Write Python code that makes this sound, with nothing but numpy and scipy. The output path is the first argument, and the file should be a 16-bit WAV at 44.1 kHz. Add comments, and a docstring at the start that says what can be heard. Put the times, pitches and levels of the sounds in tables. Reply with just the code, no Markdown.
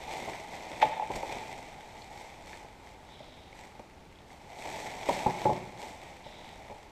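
"""A plastic rubbish bag crinkles and snaps while dry sticks are stuffed into it on a workshop floor.
It is lifted and shaken three times, its load thumping on a loaded wheelbarrow, and pulled open again.
Film, snaps, debris, air puffs and skids are random noise shaped by spectra; sticks and tray ring as fading tones.
The spectra hold the honk near 850 Hz and 2.2 kHz and the dull treble of a body-worn camera's case.
A fading noise tail gives the room's answer, and a low steady background lies underneath."""
import sys
import numpy as np
from scipy import signal
from scipy.fft import rfft, irfft, next_fast_len
from scipy.io import wavfile
from scipy.ndimage import map_coordinates

SR = 44100
rng = np.random.default_rng(int(sys.argv[2]) if len(sys.argv) > 2 else 0)


def persist_wave(psi):
    """Save psi, clipped to +-1, as 16-bit WAV."""
    counts = np.round(np.clip(psi, -1, 1) * 32767).astype(np.int16)
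    wavfile.write(sys.argv[1], SR, np.atleast_2d(counts).T)


N = 304717  # length in samples

# Spectrum shape of crinkling, snapping and splintering: f/Hz, relative level/dB
CRINKLE = [(300, -13), (1000, -10), (1400, -12.5), (1750, -6.5), (2050, 1.5), (2350, 0), (2800, -9.5),
           (3600, -8), (4300, -18), (5500, -24.5), (9000, -40.5)]
# Spectrum shape of the high fizz of taut film: f/Hz, relative level/dB
FIZZ = [(2000, -24), (3500, -2), (4400, 0), (4900, -4.5), (5500, -0.5), (6400, -2.5), (7000, -4),
        (8100, -2), (9200, -13.5), (10300, -16), (11500, -13), (13500, -18.5), (15500, -28)]
# Spectrum shape of the load knocking together: f/Hz, relative level/dB
CLATTER = [(60, -21), (200, -7), (290, -5), (375, -5), (520, -2.5), (650, -4), (840, 3), (950, -1),
           (1150, -19.5), (1500, -30.5), (2200, -28.5), (4000, -55.5)]


def amp(db):
    """Turn decibels into gain."""
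    return 10 ** (np.asarray(db) / 20)


def unit(x):
    """Scale to an rms of 1."""
    return x / np.sqrt(np.mean(x ** 2) + 1e-20)


def along(points, hz):
    """Read a (frequency, value) table between its points, on a log frequency axis."""
    f, v = np.transpose(points)
    return np.interp(np.log(hz + 1), np.log(f + 1), v)


def wobble(rate):
    """A smooth random curve through `rate` random points a second."""
    points = rng.standard_normal(int(N * rate / SR) + 4)
    return map_coordinates(points, [np.arange(N) * rate / SR])


def coloured(x, spectrum, size=4096):
    """Give x this spectrum with a filter of unit energy that never sounds ahead of its input."""
    hz = np.fft.rfftfreq(size, 1 / SR)
    # folding the cepstrum (the spectrum of the log spectrum) puts the response after time 0
    cepstrum = irfft(np.log(amp(along(spectrum, hz))))
    cepstrum[1:size // 2] *= 2
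    cepstrum[size // 2 + 1:] = 0
    response = irfft(np.exp(rfft(cepstrum)))
    return signal.oaconvolve(x, response / np.linalg.norm(response))[:len(x)]


def add(track, s, sound):
    """Mix a sound into the track from time s, in seconds."""
    part = track[max(round(s * SR), 0):][:len(sound)]
    part += sound[:len(part)]


def burst(spectrum, t60):
    """A flurry of tiny contacts: coloured noise that fades by 60 dB in t60 seconds."""
    t = np.arange(SR // 2) / SR
    envelope = amp(-60 * t / t60)
    x = coloured(rng.standard_normal(len(t)) * envelope, spectrum)
    return .5 * x * np.linalg.norm(envelope) / np.linalg.norm(x)


def ring(modes, attack, scatter_db):
    """A struck object rings in several fading tones, with fresh random strengths at each blow."""
    t = np.arange(SR // 2) / SR
    tones = np.zeros(len(t))
    for hz, db, t60 in modes:
        strength_db = db + scatter_db * rng.standard_normal()
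        tones += amp(strength_db - 60 * t / t60) * np.sin(2 * np.pi * hz * t)
    return tones * (1 - np.exp(-t / attack))


def buckles(rate, spread_db):
    """Random clicks, `rate` a second; positive spread makes a few large, negative a few small; rms 1."""
    fires = rng.random(N) < rate / SR
    sizes_db = spread_db * np.minimum(rng.standard_exponential(N), 4)
    return unit(fires * amp(sizes_db))


def flutter(impulses, life):
    """Each buckle sets the film fluttering as noise whose level decays over `life` seconds; rms 1."""
    energy = signal.lfilter([1], [1, -np.exp(-2 / (life * SR))], impulses ** 2)
    return unit(np.sqrt(energy) * rng.standard_normal(N))


def background():
    """A low, steady noise lies under everything."""
    # Spectrum shape of the background: f/Hz, relative level/dB
    ambient = [(20, -6), (45, -1.5), (80, -2.5), (150, -8), (300, -9.5), (375, -10), (480, -12.5),
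               (850, -13.5), (1250, -19.5), (2200, -23), (4000, -27.5), (8000, -36), (15000, -47)]
    return amp(-54.5) * coloured(rng.standard_normal(N), ambient)


def handling():
    """Crinkling and fizz levels in dB: strokes swell and die over steady effort; taut film fizzes more."""
    # Steady effort of stuffing, a lull, lifting and shaking, opening: t/s, crinkling level/dB
    effort = [(0, -49.5), (.3, -48), (.47, -53.5), (.8, -50.5), (1.06, -54.5), (1.42, -50), (1.76, -56),
              (2.36, -58.5), (2.72, -62.5), (3.72, -64.5), (4.1, -69), (4.27, -68), (4.68, -49),
              (5.5, -48.5), (5.7, -58), (6.2, -61), (6.72, -60), (6.91, -64.5)]
    # Pushes, tugs and shakes, added to the effort: t of the height/s, crinkling level/dB,
    # length scale/s, tautness as extra fizz/dB
    strokes = [(.14, -46, 0.14, 0.5), (0.541, -49, .11, -0.5), (0.736, -51.5, 0.074, -7), (.84, -49, .1, 3),
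               (1.152, -46, .09, 0.5), (1.295, -48.5, 0.24, -1), (1.998, -66, 0.097, 10),
               (2.18, -55.5, 0.19, 3), (2.509, -55, 0.18, 3), (2.873, -63.5, 0.15, 3),
               (3.593, -58.5, 0.19, 2.5), (4.313, -64, 0.12, 7), (4.608, -56, 0.16, 7),
               (4.755, -48.5, .22, 3), (5.125, -42.5, 0.24, 1.5), (5.413, -47.5, 0.14, 1),
               (5.838, -51.5, 0.18, 3.5), (6.055, -55, 0.18, -0.5), (6.42, -61, 0.56, 0)]
    rise_share = 0.35  # part of the length scale used while speeding up
    fizz_over_crinkle_db = -7
    t = np.arange(N) / SR
    effort_s, effort_db = np.transpose(effort)
    crinkle = fizz = amp(np.interp(t, effort_s, effort_db)) ** 2
    for s, db, length, taut_db in strokes:
        width = length * np.where(t < s, rise_share, 1 - rise_share)
        power = amp(db) ** 2 * np.exp(-2 * ((t - s) / width) ** 2)
        crinkle = crinkle + power
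        fizz = fizz + power * amp(taut_db) ** 2
    return 10 * np.log10(crinkle), 10 * np.log10(fizz) + fizz_over_crinkle_db


def bag(crinkle_db, fizz_db):
    """Creases buckle in clumps, heard at once in the big folds, the crinkles and the taut film."""
    # Spectrum shape of the big folds: f/Hz, relative level/dB
    fold_shape = [(40, -28.5), (110, -10), (180, -8), (300, -8.5), (450, -7), (620, -4), (760, 0.5),
                  (870, 2.5), (960, -5), (1080, -17), (1300, -21.5), (1800, -33.5), (3500, -67.5)]
    firm_db = -57  # crinkling under a firm grip
    fold_over_crinkle_db = 5.5  # at a firm grip
    fold_growth = 0.92  # dB of folds per dB of crinkling
    fold_db = firm_db + fold_over_crinkle_db + fold_growth * (crinkle_db - firm_db)
    clumps = unit(amp(0.58 * wobble(60)))
    creases = buckles(rate=400, spread_db=4.5)

    def film(share, life):
        """The shared large creases, mixed with fresh fine ones, set the film fluttering."""
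        fine = buckles(rate=2500, spread_db=-1.5)
        return clumps * flutter(share * creases + fine, life)

    folds = coloured(film(share=0.46, life=0.0023), fold_shape)
    crinkling = coloured(film(share=.8, life=.0016), CRINKLE)
    fizzing = coloured(film(share=.7, life=.0014), FIZZ)
    return amp(fold_db) * folds + amp(crinkle_db) * crinkling + amp(fizz_db) * fizzing


def workshop(x):
    """The room answers with a delayed noise tail in which each frequency dies at its own speed."""
    # How long the room rings: f/Hz, time to fade by 60 dB/s
    fading = [(150, 0.79), (900, 0.71), (3000, 1), (12000, 0.56)]
    hz, t, z = signal.stft(rng.standard_normal(SR // 2), SR, nperseg=256)
    decay = amp(-60 * t / along(fading, hz)[:, None])
    tail = signal.istft(z * decay, SR, nperseg=256)[1]
    delayed = np.pad(x, (SR // 150, 0))  # 1/150 s
    return signal.fftconvolve(delayed, tail / np.linalg.norm(tail))[:N]


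def snaps(crinkle_db):
    """Single creases flip over with a short crack; lesser ones come by chance, following the handling."""
    # The sharpest snaps of creases and twigs: t/s, level before the trim/dB,
    # fizz relative to the snap before the trim/dB
    sharpest = [(0.1335, -35, -10), (0.334, -25.5, -26), (1.1163, -30.5, -4), (1.1598, -27, 1.5),
                (2.8474, -44, -10), (3.7943, -40, -6), (4.6224, -31, -8), (4.8687, -32, -1),
                (5.031, -27, -17), (5.0577, -33, -5), (5.0903, -24, -6), (5.8253, -38, -11)]
    rate = 2  # chance snaps per second
    over_crinkle_db, scatter_db, lesser_fizz_db = 4, 1.5, -6  # chance snaps, before the trims
    trim_db, fizz_trim_db = -4, -4
    out = np.zeros(N)
    lesser = []
    for i in np.flatnonzero(rng.random(N) < rate / SR):
        db = crinkle_db[i] + over_crinkle_db + scatter_db * rng.standard_normal()
        lesser.append((i / SR, db, lesser_fizz_db))
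    for s, db, fizz_db in [*sharpest, *lesser]:
        crack = burst(CRINKLE, t60=0.026)
        fizz = amp(fizz_db + fizz_trim_db) * burst(FIZZ, t60=0.036)
        add(out, s, amp(db + trim_db) * (crack + fizz))
    return out


def knocks():
    """Loose pieces knock together in the bag with a short clatter and a low thud."""
    # Light knocks: t/s, level before the boost/dB, low thud relative to the clatter/dB
    light_knocks = [(0.134, -41, -20), (0.222, -32.5, -7), (0.277, -28, -5), (0.333, -40, -9),
                    (0.847, -29, 0), (1.102, -23.5, -6), (1.159, -30.5, -1.5), (1.231, -27, -7),
                    (1.364, -33, -6), (2.646, -38.5, -12), (3.202, -44.5, 4), (3.794, -37.5, -4.5),
                    (4.655, -32, -20), (5.826, -36.5, -10), (6.26, -41.5, 1.5), (6.395, -46, -3),
                    (6.698, -36, -7), (6.713, -36.5, -9)]
    # Spectrum shape of the thud: f/Hz, relative level/dB
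    thud_shape = [(40, -17.5), (150, 6), (400, -8), (600, 12), (1200, -54.5)]
    boost_db = 2.5
    out = np.zeros(N)
    for s, db, thud_db in light_knocks:
        clatter = burst(CLATTER, t60=0.075)
        thud = amp(thud_db) * burst(thud_shape, t60=0.089)
        add(out, s, amp(db + boost_db) * (clatter + thud))
    return out


def cracks():
    """Sticks pushed down splinter as a noise burst and clack as a bundle of short tones."""
    # Cracks: t/s, splinter level/dB, clack level before the boost/dB
    stick_cracks = [(0.812, -35, -31), (0.8172, -20, -47), (0.823, -21, -29), (0.8265, -35, -10.5),
                    (0.853, -34, -23), (0.873, -49, -31), (0.934, -44, -32), (0.968, -54, -29),
                    (0.997, -45, -24.5), (1.023, -47, -24)]
    # Tones of the bundle of sticks: f/Hz, level before random scatter/dB, time to fade by 60 dB/s
    sticks = [(511, -18.5, 0.091), (624, -12.5, 0.066), (783, -0.5, 0.035), (857, 2, 0.041),
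              (890, -40, 0.057)]
    clack_boost_db = 4
    out = np.zeros(N)
    for s, splinter_db, clack_db in stick_cracks:
        add(out, s, amp(splinter_db) * burst(CRINKLE, t60=0.063))
        clack = ring(sticks, attack=0.0029, scatter_db=2.2)
        add(out, s, amp(clack_db + clack_boost_db) * clack)
    return out


def puffs():
    """The billowing bag pushes air at the microphone, which rumbles briefly."""
    # Puffs of air: t/s, level/dB
    air_puffs = [(1.136, -33), (1.16, -43), (1.348, -39), (6.589, -56)]
    # Spectrum shape of a puff: f/Hz, relative level/dB
    puff_shape = [(20, -3), (40, 7), (80, -8), (160, -4), (300, -19), (1000, -70)]
    out = np.zeros(N)
    for s, db in air_puffs:
        add(out, s, amp(db) * burst(puff_shape, t60=0.18))
    return out


def ticks():
    """A thin twig flicks against the film and buzzes for a few milliseconds near its own pitch."""
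    # Ticks: t/s, pitch f/Hz, level/dB
    twig_ticks = [(2.02, 4330, -38.5), (2.531, 2020, -33), (3.527, 2200, -40.5), (4.156, 3280, -50),
                  (4.187, 3400, -45), (4.302, 2080, -41)]
    out = np.zeros(N)
    for s, hz, db in twig_ticks:
        band = [(hz / 4, -60), (hz / 2, -26), (hz * .87, -8), (hz, 0),
                (hz * 1.13, -10), (hz * 2, -34), (hz * 3, -60)]
        add(out, s, amp(db) * burst(band, t60=0.022))
    return out


def slides():
    """Debris skids over the film with a fine, narrow rasp that fades as it slows."""
    # Skids: start t/s, length/s, level before the fade/dB, rise and final fade-out time/s
    skids = [(3.047, 0.52, -58.5, .085), (6.228, 0.37, -57, 0.022)]
    # Spectrum shape of the rasp: f/Hz, relative level/dB
    rasp_shape = [(1500, -31), (2800, -2.5), (3400, 2.5), (3900, 4), (4250, -10), (5500, -9), (7000, -45),
                  (12000, -51)]
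    fade_db_per_s = 16
    level = np.zeros(N)
    for s, length, db, rise in skids:
        t = np.arange(round(length * SR)) / SR
        fading = amp(db - fade_db_per_s * np.maximum(t - rise, 0))
        ramps = np.minimum(np.minimum(t, length - t) / rise, 1)
        add(level, s, fading * ramps)
    slips = buckles(rate=1500, spread_db=2)
    return level * coloured(flutter(slips, life=0.0022), rasp_shape)


def thumps():
    """The shaken load lands and settles: it clatters, rings the barrow's tray and gives one low push."""
    # Landings: t/s, clatter/dB, tray/dB, heavy push/dB (all levels before the trims)
    landings = [(5.088, -18, -33.5, -37), (5.26, -19, -26, -25.5), (5.4524, -18.5, -23.5, -34),
                (5.4935, -22, -30.5, -44), (5.518, -32, -35.5, -32)]
    # Tones of the wheelbarrow tray: f/Hz, level before random scatter/dB, time to fade by 60 dB/s
    tray = [(130, -3, 0.23), (152.7, -9, 0.63), (185, -4.5, 0.35), (270, -5, 0.13), (370.5, 1, 0.24),
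            (595, -25, 0.11), (800, -14, 0.11), (847, 4, 0.22), (870, -5, 0.12)]
    clatter_trim_db, tray_trim_db, push_trim_db = 5, -3, 5
    push_delay = 0.0064  # s
    out = np.zeros(N)
    u = np.arange(SR // 4) / SR / 0.0019  # time in units of 1.9 ms
    push = u * (2 - u) * np.exp(-u)  # one swing up, then one down
    for s, clatter_db, tray_db, push_db in landings:
        add(out, s, amp(clatter_db + clatter_trim_db) * burst(CLATTER, t60=0.1))
        add(out, s, amp(tray_db + tray_trim_db) * ring(tray, attack=0.0056, scatter_db=1.5))
        add(out, s + push_delay, amp(push_db + push_trim_db) * push)
    return out


def scene():
    """Bag and debris sound in the room; the air puffs and background are added without its answer."""
    crinkle_db, fizz_db = handling()
    rustle = bag(crinkle_db, fizz_db) + slides()
    hits = snaps(crinkle_db) + knocks() + cracks() + ticks() + thumps()
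    room = workshop(amp(-10) * rustle + amp(-8) * hits)
    return (rustle + hits + room + puffs() + background())[None]


def record(dry):
    """The camera keeps nothing above its band limit."""
    top_hz = 15350
    size = next_fast_len(N + SR // 2)
    kept = np.fft.rfftfreq(size, 1 / SR) < top_hz
    return irfft(rfft(dry, size) * kept, size)[..., :N]


dry = scene()
out = record(dry)
persist_wave(out)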